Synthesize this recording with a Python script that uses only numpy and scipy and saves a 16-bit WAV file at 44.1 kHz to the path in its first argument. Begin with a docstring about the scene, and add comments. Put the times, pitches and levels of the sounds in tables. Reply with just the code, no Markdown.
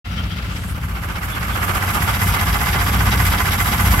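"""A knocking six-cylinder idle over a lumpy exhaust throb, heard at first from beside the front tyre.
Three times in each engine cycle a bout of knocks and fine metallic clatter rings the engine bay.
An airy hiss and a short rising swish pass early on, and the engine gives four faint squeaks.
As the microphone moves over the tyre into the wheel well, the engine comes into the open
and the clatter grows louder and brighter."""
import sys
import numpy as np
from scipy import signal
from scipy.fft import rfft, irfft, next_fast_len
from scipy.io import wavfile
from scipy.ndimage import map_coordinates

SR = 44100
rng = np.random.default_rng(int(sys.argv[2]) if len(sys.argv) > 2 else 0)


def waveform_to_disk(signal):
    """Save audio, clipped to [-1, 1], as 16-bit WAV at the path in sys.argv[1]."""
    frames = np.transpose(np.atleast_2d(signal))
    scaled = np.clip(frames, -1, 1) * 32767
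    samples = np.round(scaled).astype(np.int16)
    wavfile.write(sys.argv[1], SR, samples)


N = 176400
T = np.arange(N) / SR
CYCLE_HZ = 5.0733  # one cycle is six firings
# Layer faders, ahead of the level rides below.
KNOCK_DB, RING_DB, RATTLE_DB, FENDER_DB, TICK_DB, FIZZ_DB = -27, -26.5, -28.5, -30.5, -29.5, -28.5
RUMBLE_DB, TONES_DB = -23, -22

# The hunting idle. Each row: time in seconds, crank lag behind steady running in ms.
CRANK_LAG = [(0, 6), (.3, 5.5), (.69, -6.5), (.89, -5), (1.1, 0), (2.07, 1.5), (2.35, -2.5), (2.86, 4),
             (3.22, -5.5), (3.65, 6.5), (4, -0.5)]
# The knock pattern. Each row: place in the cycle in ms, level in dB.
KNOCK_PATTERN = [(3, -20.5), (39.5, -8.5), (43.5, -5), (49, 2), (57.5, -6), (62.5, -8.5), (70, -6),
                 (101.5, -3.5), (109, -13.5), (114, -4.5), (120, -12.5), (127.5, -6.5), (134, -4),
                 (171, -10), (175.5, -9), (181, -13), (188, -9.5), (194, -2.5)]
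# Swells of clatter, overlapping into three bouts. Each row: centre in the cycle in ms,
# half width in ms, then rattle, tick and fizz levels in dB.
CLATTER_SWELLS = [(33.1, 7.4, 0, 12.5, -23), (59.1, 16.2, 2, 2.5, 6), (116.5, 19.6, 3, 12, 6),
                  (173.8, 12.6, 0, 14.5, 4.5), (186.3, 21.2, 4.5, 1.5, 0.5)]
# Level rides of the approach. Each row: time in seconds, then gains in dB for knocks with rattle,
# ticks, fizz, ringing metal and rattle through the fender.
APPROACH = [(0, -22.5, -7.5, -24.5, -17, -5), (.4, -15, -8.5, -20, -21, -6.5),
            (.8, -12.5, -15.5, -16.5, -19, -8), (1.1, -7.5, -11.5, -12, -19, -4),
            (1.4, -5.5, -8, -7.5, -16, 1), (1.65, -0.5, -7.5, -3.5, -6.5, 4), (2.2, -0.5, 1, -0.5, -1.5, 1),
            (3.5, 0.5, 2, 0.5, -1.5, -1), (4, 0, 1.5, 3.5, 2, 3.5)]
# Pan of knocks and rattle. Each row: time in seconds, left minus right in dB.
KNOCK_PAN = [(0, 9), (.7, 1.5), (1.2, -3), (1.7, -3), (2.3, -2.5), (4, -4)]
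# The wheel well's stereo lean. Each row: frequency in Hz, left minus right in dB.
WELL_LEAN = [(100, 2.5), (290, 0.5), (370, 4.5), (470, 8.5), (610, -6), (850, 0), (1400, -5), (1900, -4),
             (2700, 4), (5000, 2), (9000, -2.5), (11200, -0.5), (12500, -1.5), (16000, 6)]
# Block, manifold and heat shield. Each row: pitch in Hz, level in dB, time to fall 60 dB in seconds.
METAL_MODES = [(431.5, -11, 0.14), (708, 0, 0.17), (835, -2, 0.13), (949, -2.5, 0.15), (1034, 4, .05),
               (1155, 0, 0.077), (1418, -1.5, 0.11), (1486, 0, 0.063), (1702, -5, 0.12), (2052, 4.5, 0.086),
               (2214, -18, 0.094), (2460, -15, 0.06), (3176, -4.5, 0.061), (3290, -7.5, 0.095)]
# EQ curves of the layers. Each row: frequency in Hz, relative gain in dB.
KNOCK_EQ = [(150, -44), (400, -17.5), (590, -25.5), (760, -22), (1200, 3.5), (1550, 2.5), (2150, -3),
            (2700, -6), (3800, -21.5), (5000, -14.5), (9000, -22.5), (16000, -59)]
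RATTLE_EQ = [(150, 6), (300, 1), (440, 2), (570, -3.5), (800, 7), (1300, 3.5), (2100, -3.5), (2800, -17),
             (3800, -25), (8000, -29)]
FENDER_EQ = [(200, -10), (330, -9), (440, -3.5), (600, -9), (850, -20.5), (1200, 5.5), (1550, 1.5),
             (2000, -4.5), (2650, -3), (3300, -8.5), (3900, -11.5), (8000, -45)]
TICK_EQ = [(800, -25), (2000, 13.5), (2700, 5.5), (3300, 7), (3650, 2.5), (3900, 7), (4130, -8.5),
           (4400, 2.5), (5200, 2), (6000, -1.5), (7300, -16.5), (9000, -12.5), (10500, -19), (16000, -28)]
FIZZ_EQ = [(3000, -30), (6000, -9.5), (8700, -6), (9800, -11), (10900, -5.5), (11150, 0), (11450, 1),
           (12000, -4), (12500, 0), (13100, -2.5), (13900, -6.5), (15800, -16.5)]
RUMBLE_EQ = [(15, -44), (29, -32), (40, -25), (52, -4), (62, 0), (73, -12), (83, -7), (95, -4), (109, -15),
             (126, -7.5), (149, -15), (168, -8.5), (190, -13.5), (215, -12), (245, -21), (285, -19.5),
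             (350, -30), (700, -33.5), (3000, -53)]
AIR_EQ = [(800, -23), (2700, 5.5), (4800, -1), (5800, -22), (16000, -35)]
# Exhaust tones. Each entry: a multiple of the cycle rate, and in the second list its level in dB.
EXHAUST_ORDERS = [9, 11, 12, 13, 15, 17, 18, 19, 20, 21, 24, 26, 33, 35, 42]
EXHAUST_ORDER_DB = [-5, -3.5, 1.5, -10.5, -2.5, -12, -0.5, -1.5, -9, -5.5, -8.5, -13, -10.5, -9.5, -15.5]
# Level rides of the exhaust and the airy hiss. Each row: time in seconds, gain in dB.
EXHAUST_RIDE = [(0, -9.5), (.19, -1.5), (.36, -5.5), (.6, -4), (1.1, -6.5), (1.6, -3.5), (1.9, -2),
                (2.22, 1), (2.65, -1.5), (3, 3.5), (3.45, -0.5), (3.7, 0.5), (3.95, 3.5)]
AIR_RIDE = [(0, -42), (.3, -41), (.55, -41), (.8, -49), (1.2, -72)]
# The squeaks. Each row: peak time in seconds, pitch in Hz, level in dB.
SQUEAK_CUES = [(.19, 3150, -33.5), (.32, 3200, -34.5), (1.34, 3420, -32.5), (1.535, 3410, -35.5)]
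# The swish. Each row: time in seconds, band centre in Hz, level in dB.
SWISH_SWEEP = [(.4, 6500, -58), (.57, 7500, -43), (.64, 8200, -46), (.7, 9000, -40), (.72, 10800, -38),
               (.755, 12000, -64)]


def amp(db):
    """Decibels to gain."""
    return 10 ** (np.asarray(db) / 20)


def unit(x):
    """Scales to rms 1."""
    return x / np.sqrt(np.mean(x ** 2) + 1e-20)


def curve(rows, column=1):
    """One column of a table, joined by lines over time."""
    rows = np.array(rows, float)
    return np.interp(T, rows[:, 0], rows[:, column])


def colour(x, eq):
    """Gives a stereo sound an EQ and the lean of the wheel well, at rms 1."""
    size = next_fast_len(N + SR // 2)
    log_hz = np.log(np.fft.rfftfreq(size, 1 / SR) + 1)
    shape, lean = (np.interp(log_hz, np.log(p[:, 0]), p[:, 1]) for p in map(np.array, (eq, WELL_LEAN)))
    gain = amp(shape + np.outer([.5, -.5], lean))
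    return unit(irfft(rfft(x, size) * gain, size)[:, :N])


def wander(rate_hz):
    """A smooth random drift of rms 1."""
    knots = rng.standard_normal(400)
    return unit(map_coordinates(knots, [T[::50] * rate_hz + 2], mode="wrap").repeat(50)[:N])


def band(centre_hz, half_width_hz):
    """Stereo noise in a band that can move."""
    lowpass = signal.butter(2, half_width_hz, fs=SR, output="sos")
    low = signal.sosfilt(lowpass, rng.standard_normal((2, N)))
    return unit(low * np.cos(2 * np.pi * np.cumsum(centre_hz) / SR))


def cycles(ms):
    """Milliseconds as a share of the engine cycle."""
    return ms / 1000 * CYCLE_HZ


def crank():
    """Engine cycles turned so far, dragging and rushing as the idle hunts."""
    return (T - curve(CRANK_LAG) / 1000) * CYCLE_HZ


def engine_bay(x, t60, direct, build_s=0.00089):
    """The direct sound and a short thicket of reflections, different at each side."""
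    t = np.arange(SR // 10) / SR
    tail = rng.standard_normal((2, len(t))) * amp(-60 * t / t60) * (1 - np.exp(-t / build_s))
    tail /= np.linalg.norm(tail, axis=1, keepdims=True)
    tail[:, 0] += direct
    return signal.oaconvolve(np.atleast_2d(x), tail, axes=1)[:, :N]


def knocks(turns, jitter_ms=0.8, spread_db=0.5):
    """Each knock returns every cycle, a little uneven, by its own path: bare blows and their thud."""
    count = np.arange(int(turns[-1]) + 1)
    blows, thud = np.zeros(N), np.zeros((2, N))
    for ms, db in KNOCK_PATTERN:
        late, strong = rng.standard_normal((len(count), 2)).T
        at = np.searchsorted(turns, count + cycles(ms + jitter_ms * late))
        train = np.bincount(at, amp(db + spread_db * strong), N + 1)[:N]
        blows += train
        thud += engine_bay(train, t60=0.059, direct=0.21, build_s=0.0016)
    return blows, colour(thud, KNOCK_EQ)


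def clatter(turns, column, floor_db, per_s, hit_spread_db, swell_spread_db, t60, direct):
    """Tiny impacts, per_s on each of six paths, that swell in each bout and never quite stop."""
    power = np.full(N, amp(floor_db) ** 2)
    for swell in CLATTER_SWELLS:
        place = turns - cycles(swell[0])
        nearest = np.round(place).astype(int)
        strength = amp(swell[column] + swell_spread_db * rng.standard_normal(32))[nearest]
        power += strength ** 2 * np.exp(-((place - nearest) / cycles(swell[1])) ** 2)
    out = np.zeros((2, N))
    for _ in range(6):
        struck = rng.random(N) < per_s / SR
        force = amp(hit_spread_db * np.clip(rng.standard_normal(N), -2, 2))
        hits = struck * force * rng.choice([-1, 1], N)
        out += engine_bay(hits * np.sqrt(power), t60, direct)
    return out


def through_fender(rattle):
    """The rattle, smeared and coloured on its way through the fender."""
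    return colour(engine_bay(rattle, t60=0.023, direct=0.19), FENDER_EQ)


def ringing_metal(strikes, apart_hz=2200):
    """Struck engine metal rings; the higher a mode, the further its phase can part between the sides."""
    t = np.arange(SR // 6) / SR
    tail = np.zeros((2, len(t)))
    for hz, db, t60 in METAL_MODES:
        phase = hz * t + rng.random() + rng.random((2, 1)) * hz / apart_hz
        tail += amp(db - 60 * t / t60) / np.sqrt(t60) * np.sin(2 * np.pi * phase)
    attack = 1 - np.exp(-t / .001)
    rung = signal.oaconvolve(np.atleast_2d(strikes), tail * attack, axes=1)[:, :N]
    return colour(rung, eq=[(100, -20), (400, -4), (4500, -2.5), (8000, -15)])


def airy_hiss():
    """Soft hiss beside the vehicle that fades away in about a second."""
    return colour(rng.standard_normal((2, N)), AIR_EQ) * amp(curve(AIR_RIDE))


def exhaust(turns, waver=0.18, slip=0.07, puff_depth=0.34, side_db=-19):
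    """Wavering low engine orders and a rough puff of gas at each firing."""
    tones = np.zeros(N)
    for order, db in zip(EXHAUST_ORDERS, EXHAUST_ORDER_DB):
        level = amp(db) * (1 + waver * wander(3.91))
        phase = order * turns + rng.random() + slip * wander(3.24)
        tones += level * np.sin(2 * np.pi * phase)
    firing = np.cos(2 * np.pi * 6 * turns)
    mid, side = rng.standard_normal((2, N)) * (1 + puff_depth * firing)
    gas = colour(mid + amp(side_db) * np.outer([1, -1], side), RUMBLE_EQ)
    return (amp(TONES_DB) * unit(tones) + amp(RUMBLE_DB) * gas) * amp(curve(EXHAUST_RIDE))


def squeaks(half_width_s=0.02):
    """Short fuzzy whistles, perhaps from the belt."""
    blips = sum(amp(db) * np.exp(-((T - s) / half_width_s) ** 2) for s, _, db in SQUEAK_CUES)
    return band(curve(SQUEAK_CUES), half_width_hz=126) * blips


def swish():
    """A faint band of hiss that climbs and drops out of earshot."""
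    return band(curve(SWISH_SWEEP), half_width_hz=1400) * amp(curve(SWISH_SWEEP, column=2))


def scene():
    """Knocks, three registers of clatter and the exhaust follow one crank; hiss and squeaks sit on top."""
    turns = crank()
    blows, thud = knocks(turns)
    rattle = clatter(turns, column=2, floor_db=-2, per_s=250,
                     hit_spread_db=3, swell_spread_db=1.5, t60=0.039, direct=0.87)
    ticks = clatter(turns, column=3, floor_db=3, per_s=500,
                    hit_spread_db=5, swell_spread_db=0.93, t60=0.016, direct=0.21)
    fizz = clatter(turns, column=4, floor_db=2.5, per_s=450,
                   hit_spread_db=2, swell_spread_db=2.63, t60=0.026, direct=0.25)
    knocking = amp(KNOCK_DB) * thud + amp(RATTLE_DB) * colour(rattle, RATTLE_EQ)
    knocking *= amp(curve(APPROACH))
    fender = amp(FENDER_DB + curve(APPROACH, column=5)) * through_fender(rattle)
    strikes = unit(blows) + amp(-2) * unit(rattle[0])
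    metal = amp(RING_DB + curve(APPROACH, column=4)) * ringing_metal(strikes)
    treble = amp(TICK_DB + curve(APPROACH, column=2)) * colour(ticks, TICK_EQ)
    treble += amp(FIZZ_DB + curve(APPROACH, column=3)) * colour(fizz, FIZZ_EQ)
    pan = amp(np.outer([.5, -.5], curve(KNOCK_PAN)))
    engine = (knocking + fender) * pan + metal + treble
    return engine + airy_hiss() + exhaust(turns) + squeaks() + swish()


def record(dry):
    """A blink of silence, a fast fade-in and a steep cut of the highest treble."""
    start_s, fade_s, cutoff_hz = 0.044, 0.014, 15950
    opened = dry * np.clip((T - start_s) / fade_s, 0, 1)
    lowpass = signal.firwin(1023, cutoff_hz, window=("kaiser", 9), fs=SR)
    return signal.oaconvolve(opened, lowpass[None], "same")


dry = scene()
out = record(dry)
waveform_to_disk(out)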